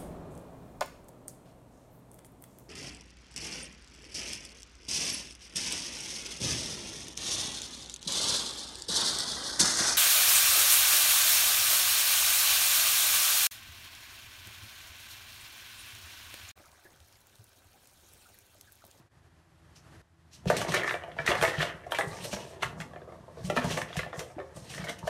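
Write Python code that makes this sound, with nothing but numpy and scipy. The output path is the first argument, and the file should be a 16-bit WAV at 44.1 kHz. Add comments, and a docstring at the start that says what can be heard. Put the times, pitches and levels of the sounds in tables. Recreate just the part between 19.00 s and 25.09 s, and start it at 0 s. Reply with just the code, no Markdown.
"""Small room, wooden floor: a cat's paw shoots out of a cardboard box and bats a plastic tower of ring tracks.
Hollow balls knock and roll (modal track and shell, driven by random contacts); claws skid on the plastic.
Tower and box thud (damped modes) and shift on the boards (resonant scuffs); fur brushes (grainy band hiss).
Room echoes, shaped noise and a faint appliance hum lie behind; a phone a step away narrows the band."""
import sys
import numpy as np
from scipy import signal
from scipy.fft import rfft, irfft
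from scipy.io import wavfile
from scipy.ndimage import uniform_filter1d

SR = 44100
rng = np.random.default_rng(int(sys.argv[2]) if len(sys.argv) > 2 else 0)


def wav_record(signal):
    """Record a signal, one row per channel, as 16-bit PCM in the file named by sys.argv[1]."""
    frames = np.transpose(np.atleast_2d(signal))
    bounded = np.clip(frames, -1, 1)
    # unit amplitude maps onto the largest positive 16-bit level
    quanta = np.round(bounded * 32767).astype(np.int16)
    wavfile.write(sys.argv[1], SR, quanta)


N = 268774

# Knocks of balls and claws, dry peaks: [t/s, track/dB, shell/dB, crack/dB, favoured track f/Hz, favoured shell f/Hz]
KNOCK_EVENTS = [(1.456, -24, -43, -43, 388, 1760), (1.474, -32, -31, -37, 587, 2960),
                (1.500, -9.5, -14, -22.5, 680, 1850), (1.513, -31, -34, -47, 725, 1800),
                (1.530, -30, -40, -49, 600, 1800), (1.567, -38, -22, -18, 662, 2280),
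                (1.615, -19, -19.5, -27, 1110, 1740), (1.72, -32, -18, -24, 630, 1810),
                (1.739, -21, -20, -31, 704, 1850), (1.767, -23, -20, -40, 630, 1720),
                (1.773, -29, -25, -43, 420, 3400), (1.783, -27, -36, -50, 400, 1800),
                (1.833, -31, -21, -32, 1190, 1570), (1.877, -53, -16, -37, 630, 1670),
                (1.894, -45, -19, -44, 600, 2980), (1.909, -24.5, -16, -45, 600, 1640),
                (1.940, -21.5, -18.5, -49, 643, 2640), (2.036, -27, -31, -50, 646, 2700),
                (2.078, -33, -50, -54, 655, 1800), (2.117, -40, -36.5, -60, 637, 3130),
                (2.166, -31.5, -48, -51, 780, 1650), (2.187, -23.5, -18.5, -60, 590, 1800),
                (2.263, -43, -23, -23, 1200, 1870), (2.276, -30, -8.5, -31, 530, 2000),
                (2.288, -16.5, -23, -23.5, 520, 1800), (2.305, -19, -29, -29, 586, 1510),
                (2.316, -14, -12, -40, 570, 3220), (2.330, -29, -34, -47, 607, 1910),
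                (2.352, -24, -19.5, -32, 640, 2170), (2.412, -40, -15.5, -33, 1170, 1700),
                (2.425, -13, -12, -19.5, 840, 1500), (2.434, -15.5, -14, -37, 580, 1570),
                (2.449, -39, -13.5, -27.5, 537, 2270), (2.479, -25.5, -21, -35, 407, 1700),
                (2.595, -30, -31, -50, 620, 3500), (2.605, -47, -28, -39, 616, 1980),
                (2.62, -47, -15, -46, 616, 3630), (2.627, -18, -16, -52, 724, 1560),
                (2.67, -30, -25.5, -55, 520, 3330), (2.865, -30, -59, -50, 730, 1510),
                (2.909, -55, -32, -43, 600, 3300), (2.92, -17.5, -14.5, -31, 1060, 2980),
                (2.947, -42, -20, -30, 1140, 2030), (2.986, -15.5, -13, -26, 890, 1900),
                (3.009, -23.5, -13.5, -55, 523, 1620), (3.035, -35, -29, -53, 420, 1800),
                (3.129, -48, -34, -46, 623, 1400), (3.168, -41, -34.5, -53, 620, 1900),
                (3.186, -38, -38, -48, 850, 1800), (3.245, -37, -43, -45, 627, 2000),
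                (3.329, -24.5, -28, -35, 690, 1770), (3.365, -33, -32, -44, 617, 1850),
                (3.631, -53, -13, -28, 685, 1700), (3.802, -36, -24.5, -35.5, 1210, 2800),
                (3.809, -40, -29, -50, 1270, 2090), (3.818, -36, -30, -56, 1210, 2980),
                (3.934, -34, -38.5, -60, 615, 1850), (3.96, -32, -36, -73, 620, 1730),
                (4.016, -36.5, -45, -71.5, 524, 1730), (4.09, -37, -52, -73, 625, 1330),
                (4.121, -34, -46, -62, 595, 1310), (4.37, -35, -45, -69, 464, 1650),
                (4.499, -14, -17.5, -30.5, 684, 2140), (4.52, -26, -40, -50, 372, 1800),
                (4.564, -17, -21, -28, 726, 1790), (4.571, -39, -12, -45, 727, 1750),
                (4.577, -24, -14, -47, 504, 1830), (4.592, -36, -29, -41, 700, 2900),
                (4.617, -34, -26, -46, 625, 1800), (4.642, -20.5, -30, -30, 760, 1810),
                (4.709, -26, -40, -32, 710, 1690), (4.787, -27, -39, -45, 690, 1800),
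                (4.816, -36, -18, -32.5, 708, 2180), (4.903, -32, -39, -60, 617, 1900),
                (4.929, -51, -27, -48, 625, 3100), (4.956, -28.5, -39, -56, 630, 1750),
                (4.967, -37, -25.5, -28, 650, 1750), (4.991, -26, -16, -35, 680, 1980),
                (5.008, -55, -39, -52, 650, 2150), (5.032, -55, -24.5, -58, 630, 1780),
                (5.063, -28, -48, -63, 597, 1780), (5.129, -26.5, -30, -59, 1020, 1820),
                (5.14, -29, -39, -61, 515, 1330), (5.159, -49, -36, -60, 603, 1840),
                (5.192, -26, -30, -29.5, 494, 1820), (5.205, -29.5, -36, -55, 520, 1750),
                (5.216, -46, -44, -53, 610, 1750), (5.242, -44, -57, -45, 406, 2360),
                (5.3, -38.5, -45, -68, 600, 1700), (5.382, -24.5, -43, -68, 392, 1350),
                (5.389, -32, -34, -68, 400, 1320), (5.4, -32, -30.5, -60, 1220, 1760),
                (5.411, -38, -43, -64, 585, 1350), (5.842, -43, -46, -48, 706, 1980),
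                (6.027, -38.5, -47, -60, 1092, 1305), (6.076, -18, -23, -35, 690, 1940)]
# Claws skidding on plastic, dry peaks: [t/s, track/dB, shell/dB, crack/dB, favoured track f/Hz, favoured shell f/Hz]
SKID_EVENTS = [(1.676, -23, -31, -47, 635, 1750), (1.734, -23, -16.5, -21, 710, 2000),
               (2.597, -23.5, -18.5, -51, 686, 2160), (3.237, -32, -33.5, -31, 704, 2000),
               (3.321, -32, -33, -41, 695, 1690), (3.617, -28.5, -23, -31, 625, 2880),
               (4.765, -21.5, -24.5, -29, 678, 1940), (5.555, -37, -43.5, -58, 614, 1300),
               (5.693, -45, -60, -45, 704, 2860), (5.770, -41.5, -32, -45, 690, 1920),
               (5.836, -34.5, -41, -36.5, 720, 1950), (5.875, -35, -28, -36, 685, 2830),
               (5.885, -32.5, -24.5, -29.5, 700, 1990), (5.98, -65.5, -75, -38.5, 672, 1800),
               (6.067, -25, -53, -32, 700, 1300)]
# Runs of a shoved ball: [start t/s, free run/s, track level/dB, shell level/dB]
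ROLL_EVENTS = [(1.575, 0.04, -36, -40), (1.62, 0.027, -45, -47), (1.76, 0.022, -37, -30),
               (1.95, 0.36, -55, -48), (2.31, 0.11, -56, -30), (2.45, 0.012, -55, -34.5),
               (2.541, 0.14, -44, -39.5), (2.9, .5, -46, -49.5), (3.43, 0.33, -48.5, -55.5),
               (3.849, 0.55, -54.5, -74), (4.44, 0.027, -46.5, -53), (4.64, 0.11, -43, -41),
               (4.82, 0.34, -53, -53), (5.18, 0.01, -43.5, -49), (5.35, 0.3, -54.5, -62.5),
               (5.74, 0.091, -52.5, -48.5), (5.87, 0.016, -61, -48), (5.92, 0.067, -71, -61),
               (6.08, 0.039, -39.5, -70)]
# Thuds of tower and box, dry peaks: [t/s, level/dB, nominal f/Hz, t60/s]
THUD_EVENTS = [(1.408, -56, 243, 0.031), (1.463, -19, 183, 0.076), (1.485, -28.5, 169, 0.097),
               (2.191, -36.5, 149, 0.21), (2.286, -24.5, 214, 0.022), (2.415, -27.5, 153, 0.043),
               (2.579, -24, 157, 0.15), (2.881, -51, 139.4, 0.12), (2.963, -45, 166, 0.11),
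               (3.067, -31.5, 154, 0.082), (3.328, -29.5, 203, 0.091), (3.646, -33.5, 136, 0.14),
               (3.809, -37.5, 169, 0.14), (4.441, -29, 182, 0.21), (4.57, -25.5, 243.5, 0.2),
               (4.643, -22.5, 177, 0.07), (4.734, -33.5, 162, 0.096), (4.97, -23.5, 169, 0.066),
               (5.176, -32, 162, 0.061), (5.365, -35.5, 321, 0.095), (5.568, -38.5, 148, 0.11),
               (5.794, -36, 179, 0.1), (6.034, -28.5, 171, 0.046)]
# Strokes of fur and claws: [loudest t/s, relative level/dB, swell/s, hold/s, tilt/(dB per octave)]
BRUSH_STROKES = [(0.76, -53, 0.012, 0.0048, 3), (1.336, -49, 0.015, 0.018, 1.5),
                 (1.478, -39.5, 0.0077, 0.013, -5.5), (1.5, -49, 0.016, 0.0071, -15),
                 (1.53, -45, .03, 0.033, -7), (1.568, -37.5, 0.0065, 0.06, -4.5),
                 (1.69, -36, 0.018, 0.042, 0), (1.749, -37.5, 0.06, 0.022, -13.5),
                 (1.88, -41.5, 0.074, 0.054, 5), (2.2, -53, 0.041, 0.055, -7),
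                 (2.264, -38, 0.011, 0.044, -8), (2.38, -45, 0.057, 0.027, -2),
                 (2.413, -40, 0.014, .01, 24), (2.427, -43, 0.013, 0.0073, 26),
                 (2.47, -44, 0.081, 0.065, -10.5), (2.609, -45, 0.071, 0.044, -9),
                 (2.72, -71, .05, .17, 19), (2.922, -47.5, 0.013, 0.0041, 40),
                 (2.947, -47.5, 0.024, 0.014, -15), (2.987, -41.5, 0.0088, 0.012, 22),
                 (3.08, -46, 0.036, 0.14, 7), (3.244, -38, 0.072, 0.029, 5),
                 (3.326, -35.5, 0.03, 0.0042, 1.5), (3.38, -48, 0.054, 0.16, 1.5),
                 (3.626, -49, 0.019, 0.0067, -14), (3.804, -50.5, 0.039, 0.0084, -2),
                 (4.38, -56, 0.057, .05, 5), (4.45, -40.5, 0.015, 0.016, 4.5),
                 (4.502, -45, 0.017, 0.0042, 4), (4.567, -43, 0.02, 0.017, -14),
                 (4.645, -45.5, 0.066, 0.1, 0), (4.74, -36.5, 0.13, 0.048, -0.5),
                 (4.85, -69, .05, 0.12, -18), (4.966, -51.5, 0.063, 0.01, -11.5),
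                 (4.992, -52.5, 0.024, 0.011, -18.5), (5.135, -59, 0.099, 0.045, -1),
                 (5.195, -46.5, 0.041, 0.011, 3), (5.27, -58.5, .05, 0.055, 7), (5.39, -64.5, .06, .15, 6),
                 (5.567, -46.5, 0.021, 0.11, 3), (5.7, -41.5, 0.02, 0.22, 2.5),
                 (5.889, -48.5, 0.058, 0.0032, -5), (5.998, -64, .03, 0.0044, -8),
                 (6.072, -40.5, 0.031, 0.0044, 4)]
# Jolts of tower base and box on the boards: [t/s, level/dB]
SHIFT_JOLTS = [(1.54, -36.5), (1.61, -47), (1.7, -39), (2.2, -50), (2.37, -43), (2.53, -43), (3.05, -47),
               (3.15, -48.5), (3.27, -44.5), (3.5, -63), (3.65, -48), (3.78, -44.5), (3.95, -60),
               (4.1, -52), (4.35, -57), (4.469, -38.5), (4.64, -33), (5.05, -50), (5.25, -56), (5.6, -49),
               (5.75, -49), (5.85, -45)]
# Hollow track modes: [nominal f/Hz, relative level/dB, t60/s when struck]
TRACK_MODES = [(384, -3, 0.12), (404.7, -1.5, 0.18), (454, -5, 0.14), (518, 0, 0.21), (590, 0.5, 0.049),
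               (629, 4.5, 0.071), (699.4, 8.5, 0.074), (801, -5, 0.076), (856, 4, 0.071), (945.6, 2, 0.13),
               (1110, 9, 0.033), (1177, 3, 0.089)]
# Ball shell modes: [nominal f/Hz, relative level/dB, t60/s when struck]
SHELL_MODES = [(1303, 0.5, 0.039), (1472, -2, 0.037), (1730, 0.5, 0.035), (1815, 1.5, 0.032),
               (1959, 6.5, 0.02), (2187, 2.5, 0.042), (2606, -4.5, 0.026), (2770, 7.5, 0.0074),
               (3280, 6.5, 0.016), (3550, -12, 0.02), (4560, -6, 0.0088), (5214, -13, 0.012)]
# Low resonances of boards and box: [f/Hz, width/Hz, relative level/dB]
BOARD_BANDS = [(64.6, 39, -18), (95, 50, -25.5), (126, 14.5, 10.5), (159, 35, 10), (205, 34, -11),
               (233, 8.3, -3)]
# Broad resonances of brush hiss and contact crack: [f/Hz, width/Hz, relative level/dB]
FUR_BANDS = [(2825, 860, 4), (4120, 870, -1.5), (5640, 1300, -1.5), (6430, 2600, -6.5), (8510, 810, -7),
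             (10400, 4300, -21), (12200, 1200, -39)]
# Mean room noise level; dips briefly, swells, drops at once: [t/s, level/dB]
AIR_LEVELS = [(0, -56), (.07, -64), (.095, -73), (.12, -61.5), (.6, -60.5), (.82, -56.5), (.9, -53.5),
              (1.015, -52.5), (1.022, -66.5), (1.4, -58.5), (1.5, -54), (6.1, -57.5)]
# Room noise spectrum shape: [f/Hz, relative level/dB]
AIR_SPECTRUM = [(15, -60), (25, -2), (71, -2), (118, -3), (150, -4), (202, -19), (335, -14.5), (515, -22),
                (604, -17.5), (1390, -21.5), (1860, -22), (2180, -27.5), (12100, -39.5), (15000, -64)]
# Hum harmonics: [multiple of the hum pitch, relative level/dB]
HUM_HARMONICS = [(1, -68), (2, -73.5), (3, -80.5), (4, -75)]

KNOCK_SWELL_MS, KNOCK_CHATTER_MS, SKID_SWELL_MS, SKID_CHATTER_MS = 0.84, 14.5, 10.14, 8.2
SECOND_TOUCH_MS = 1.296  # longest-to-shortest gap is 1.5 to 0.5 of this
WAVER_RATIO, WAVER_HZ = .04, 16  # spread of pitch waver; median rate
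ROLL_RISE_DB_S, ROLL_STOP_DB_S = 235, 118
TRACK_SAG_DB_S, SHELL_SAG_DB_S = 2, 16.5  # a slowing ball loses its shell tone first
BRUSH_SWELL_DB, BRUSH_SAG_DB_S, BRUSH_LIFT_DB_S = 15.5, 42, 331
SHIFT_RISE_DB_S, SHIFT_SETTLE_DB_S = 163, 74
HUM_START_HZ, HUM_SAG_HZ_S = 82.8, .7
ROOM_DB, ROOM_T60_S, ROOM_TREBLE_T60_S = -8, 0.37, 0.26
PHONE_TOP_HZ = 15600


def knocks():
    """A double blow, then sparse rebounds."""
    return clatter(KNOCK_EVENTS, 1, 0.18, KNOCK_SWELL_MS, KNOCK_CHATTER_MS, density=.05)


def skids():
    """Claws catch and slip: a denser chatter without the blow, swelling before it fades."""
    return clatter(SKID_EVENTS, 0, 0.54, SKID_SWELL_MS, SKID_CHATTER_MS, density=0.18)


def clatter(events, blow, rebound, swell_ms, chatter_ms, density):
    """Contacts ring the ball shell and, with a longer push, the track; they also crack directly."""
    out, ms = np.zeros(N), 1000 * np.arange(SR // 7) / SR
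    shape = np.minimum(ms / swell_ms, 1) ** 2 * np.exp(-np.maximum(ms - swell_ms, 0) / chatter_ms)
    for s, track_db, shell_db, crack_db, track_hz, shell_hz in events:
        touches = rng.standard_normal(len(ms)) * (rng.random(len(ms)) < density)
        push = rebound * shape * touches
        push[0] = 0.49 * blow
        gap_ms = SECOND_TOUCH_MS * (.5 + rng.random())
        push[int(SR * gap_ms / 1000)] += blow
        scrape = shape * rng.standard_normal(len(ms))
        crack = bands(1.04 * push + 0.14 * scrape, FUR_BANDS)
        track = struck(soften(push, 0.78), TRACK_MODES, track_hz, focus_db=19.0, detune=0.017, spread_db=4.5)
        shell = struck(soften(push, 0.24), SHELL_MODES, shell_hz, focus_db=12.5, detune=0.06, spread_db=5.0)
        crack = crack / np.abs(crack).max()
        add(out, s, undb(track_db) * track + undb(shell_db) * shell + undb(crack_db) * crack)
    return out


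def struck(push, modes, spot_hz, focus_db, detune, spread_db):
    """The spot struck favours modes near one pitch; pitch and share vary per blow and waver as the ball moves on."""
    chance = rng.standard_normal((len(modes), 4))
    t, y = np.arange(len(push)) / SR, 0
    for (hz, db, t60_s), (share, offset, depth, pace) in zip(modes, chance):
        octaves = abs(np.log2(hz / spot_hz))
        waver = WAVER_RATIO * depth * np.sin(2 * np.pi * WAVER_HZ * undb(3 * pace) * t)
        pitch_hz = hz * (1 + detune * offset * min(0.27 + 3 * octaves, 1.5) + waver)
        mode_db = db - focus_db * octaves + spread_db * share
        y = y + undb(mode_db) * gliding_ring(push, pitch_hz, t60_s)
    return y / np.abs(y).max()


def rolling():
    """Seams and dust under the balls tick into track and shell; pitches and shares wander as the balls travel."""
    s, run_s, track_db, shell_db = np.transpose(ROLL_EVENTS)
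    grit = ticks(1100, scatter_db=2.8) * undb(2.5 * walk(40))
    track = rattle(grit, TRACK_MODES, 0.7, 0.36)
    shell = rattle(grit, SHELL_MODES, 0.4, 0.55)
    track_power = swells(s, track_db, ROLL_RISE_DB_S, run_s, TRACK_SAG_DB_S, ROLL_STOP_DB_S)
    shell_power = swells(s, shell_db, ROLL_RISE_DB_S, run_s, SHELL_SAG_DB_S, ROLL_STOP_DB_S)
    return gain(track_power) * track + gain(shell_power) * shell


def rattle(grit, modes, contact_ms, evenness):
    """Steady ticks ring shorter modes; evenness (below 1) moderates the stretched level contrast."""
    push = soften(grit, contact_ms)
    t60_ratio, drift, flicker_db, wander_db = .45, .045, 4.5, 3
    y = 0
    for hz, db, t60_s in modes:
        mode_db = (2.0 - evenness) * db + flicker_db * walk(30) + wander_db * walk(6.6)
        y = y + undb(mode_db) * gliding_ring(push, hz * (1 + drift * walk(12)), t60_ratio * t60_s)
    return unit(y)


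def thuds():
    """A soft paw pushes for one cycle; the panel and a far weaker overtone ring out."""
    out = np.zeros(N)
    for s, db, hz, t60_s in THUD_EVENTS:
        push = soften(np.eye(1, SR // 3)[0], 1000 / hz)
        modes = [(hz, 0, t60_s), (7.2 * hz, -3, 0.92 * t60_s)]
        add(out, s, undb(db) * struck(push, modes, hz, focus_db=32.0, detune=0.018, spread_db=2.0))
    return out


def brushing():
    """Very many hairs slip at once: grainy hiss, flickering in colour; the loudest stroke dominates its tilt."""
    s, db, swell_s, held_s, tilt_db = np.transpose(BRUSH_STROKES)
    rise_db_s = BRUSH_SWELL_DB / np.maximum(swell_s, .002)[:, None]
    power = swells(s, db, rise_db_s, held_s, BRUSH_SAG_DB_S, BRUSH_LIFT_DB_S)
    bright_db = per_sample(tilt_db @ power / power.sum(axis=0))
    hiss = 0
    for band in FUR_BANDS:
        colour_db = bright_db * np.log2(band[0] / 6000) + 5.2 * walk(30)
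        hairs = unit(ticks(6000, scatter_db=2.5))
        hiss = hiss + undb(colour_db) * bands(hairs, [band])
    return gain(power) * undb(0.92 * walk(90)) * hiss


def shifting():
    """Uneven scuffing shakes the low resonances of boards and box."""
    s, db = np.transpose(SHIFT_JOLTS)
    scuffs = soften(ticks(250, scatter_db=1.5), 3)
    level = gain(swells(s, db, SHIFT_RISE_DB_S, 0 * s, 0, SHIFT_SETTLE_DB_S))
    rumble = sum(undb(2.2 * walk(10)) * bands(scuffs, [band]) for band in BOARD_BANDS)
    return level * unit(rumble)


def air():
    """Spectrally shaped room noise and a wavering, sinking hum; both follow one level curve."""
    hz, db = np.transpose(AIR_SPECTRUM)
    f = np.maximum(np.fft.rfftfreq(N, 1 / SR), 1)
    shape = undb(np.interp(np.log(f), np.log(hz), db))
    noise = unit(irfft(rfft(rng.standard_normal(N)) * shape, N))
    t = np.arange(N) / SR
    level_db = np.interp(t, *np.transpose(AIR_LEVELS))
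    turns = np.cumsum(HUM_START_HZ - HUM_SAG_HZ_S * t + 0.649 * walk(8.7)) / SR
    hum = 0
    for multiple, db in HUM_HARMONICS:
        tone = np.sqrt(2) * np.sin(2 * np.pi * (multiple * turns + rng.random()))
        hum = hum + undb(db + 4.3 * walk(10)) * tone
    return undb(level_db + 1.4 * walk(36)) * noise + undb(level_db + 59.5) * hum


def room(x):
    """Dense decaying echoes; the treble dies first."""
    t = np.arange(SR // 2) / SR
    noise = rng.standard_normal(len(t))
    low = signal.sosfilt(signal.butter(2, 2000, fs=SR, output="sos"), noise)
    tail = low * undb(-60 * t / ROOM_T60_S) + (noise - low) * undb(-60 * t / ROOM_TREBLE_T60_S)
    tail *= np.clip((t - .003) / 0.0066, 0, 1)  # echoes start after 3 ms
    return x + undb(ROOM_DB) * signal.fftconvolve(x, tail / np.sqrt(np.sum(tail ** 2)))[:N]


def gliding_ring(x, hz, t60_s):
    """One decaying mode of moving pitch: the ringing is done in a frame that turns with it."""
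    turn = np.exp(2j * np.pi * np.cumsum(hz) / SR)
    decay = np.exp(-np.log(1000) / (t60_s * SR))
    return (turn * signal.lfilter([1], [1, -decay], x / turn)).imag


def soften(x, contact_ms):
    """A contact that lasts a moment excites less treble."""
    return np.convolve(x, np.hanning(int(contact_ms * SR / 1000) + 2))[:len(x)]


def bands(x, table):
    """Broad resonances side by side."""
    return sum(undb(db) * signal.lfilter(*signal.iirpeak(hz, hz / width, SR), x) for hz, width, db in table)


def ticks(rate_hz, scatter_db):
    """Tiny random contacts, some larger than the rest."""
    size_db = scatter_db * np.minimum(rng.exponential(size=N), 3)
    return (rng.random(N) < rate_hz / SR) * rng.standard_normal(N) * undb(size_db)


def walk(rate_hz):
    """Random levels, one per 1 / rate_hz s, joined by slopes; spread about 0.8."""
    k = int(SR / rate_hz)
    return uniform_filter1d(np.repeat(rng.standard_normal(N // k + 1), k), k)[:N]


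def swells(s, db, rise_db_s, held_s, sag_db_s, fall_db_s):
    """Power of each event on a 1 ms grid: it rises, sags while held, then falls."""
    t = np.arange(0, N / SR + .002, .001) - s[:, None]
    held = np.clip(t, 0, np.maximum(held_s, 0)[:, None])
    fallen = np.maximum(t, 0) - held
    level_db = db[:, None] + rise_db_s * np.minimum(t, 0) - sag_db_s * held - fall_db_s * fallen
    return undb(2 * level_db) + 1e-30


def gain(power):
    """Overlapping events add in power."""
    return per_sample(np.sqrt(power.sum(axis=0)))


def per_sample(x):
    """1 ms grid to samples."""
    return np.interp(np.arange(N) / SR, np.arange(len(x)) / 1000, x)


def undb(db):
    """Decibels to amplitude."""
    return 10 ** (np.asarray(db) / 20)


def unit(x):
    """Scale to rms 1."""
    return x / np.sqrt(np.mean(x ** 2))


def add(out, s, x):
    """Mix x into out from s seconds on."""
    i = int(s * SR)
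    out[i:i + len(x)] += x[:N - i]


def scene():
    """Contact sounds in the room, over the air noise."""
    plastic = knocks() + skids() + rolling()
    # the thin tower radiates little below its lowest mode
    plastic = signal.sosfilt(signal.butter(6, 345, "high", fs=SR, output="sos"), plastic)
    return (room(plastic + thuds() + brushing() + shifting()) + air())[None]


def record(dry):
    """The phone drops the deepest bass, dulls the top octave and cuts above it."""
    x = signal.sosfilt(signal.butter(4, 62, "high", fs=SR, output="sos"), dry)
    x = signal.sosfilt(signal.butter(3, 13500, fs=SR, output="sos"), x)
    return signal.sosfilt(signal.ellip(10, .2, 70, PHONE_TOP_HZ, fs=SR, output="sos"), x)


dry = scene()
out = record(dry)
wav_record(out)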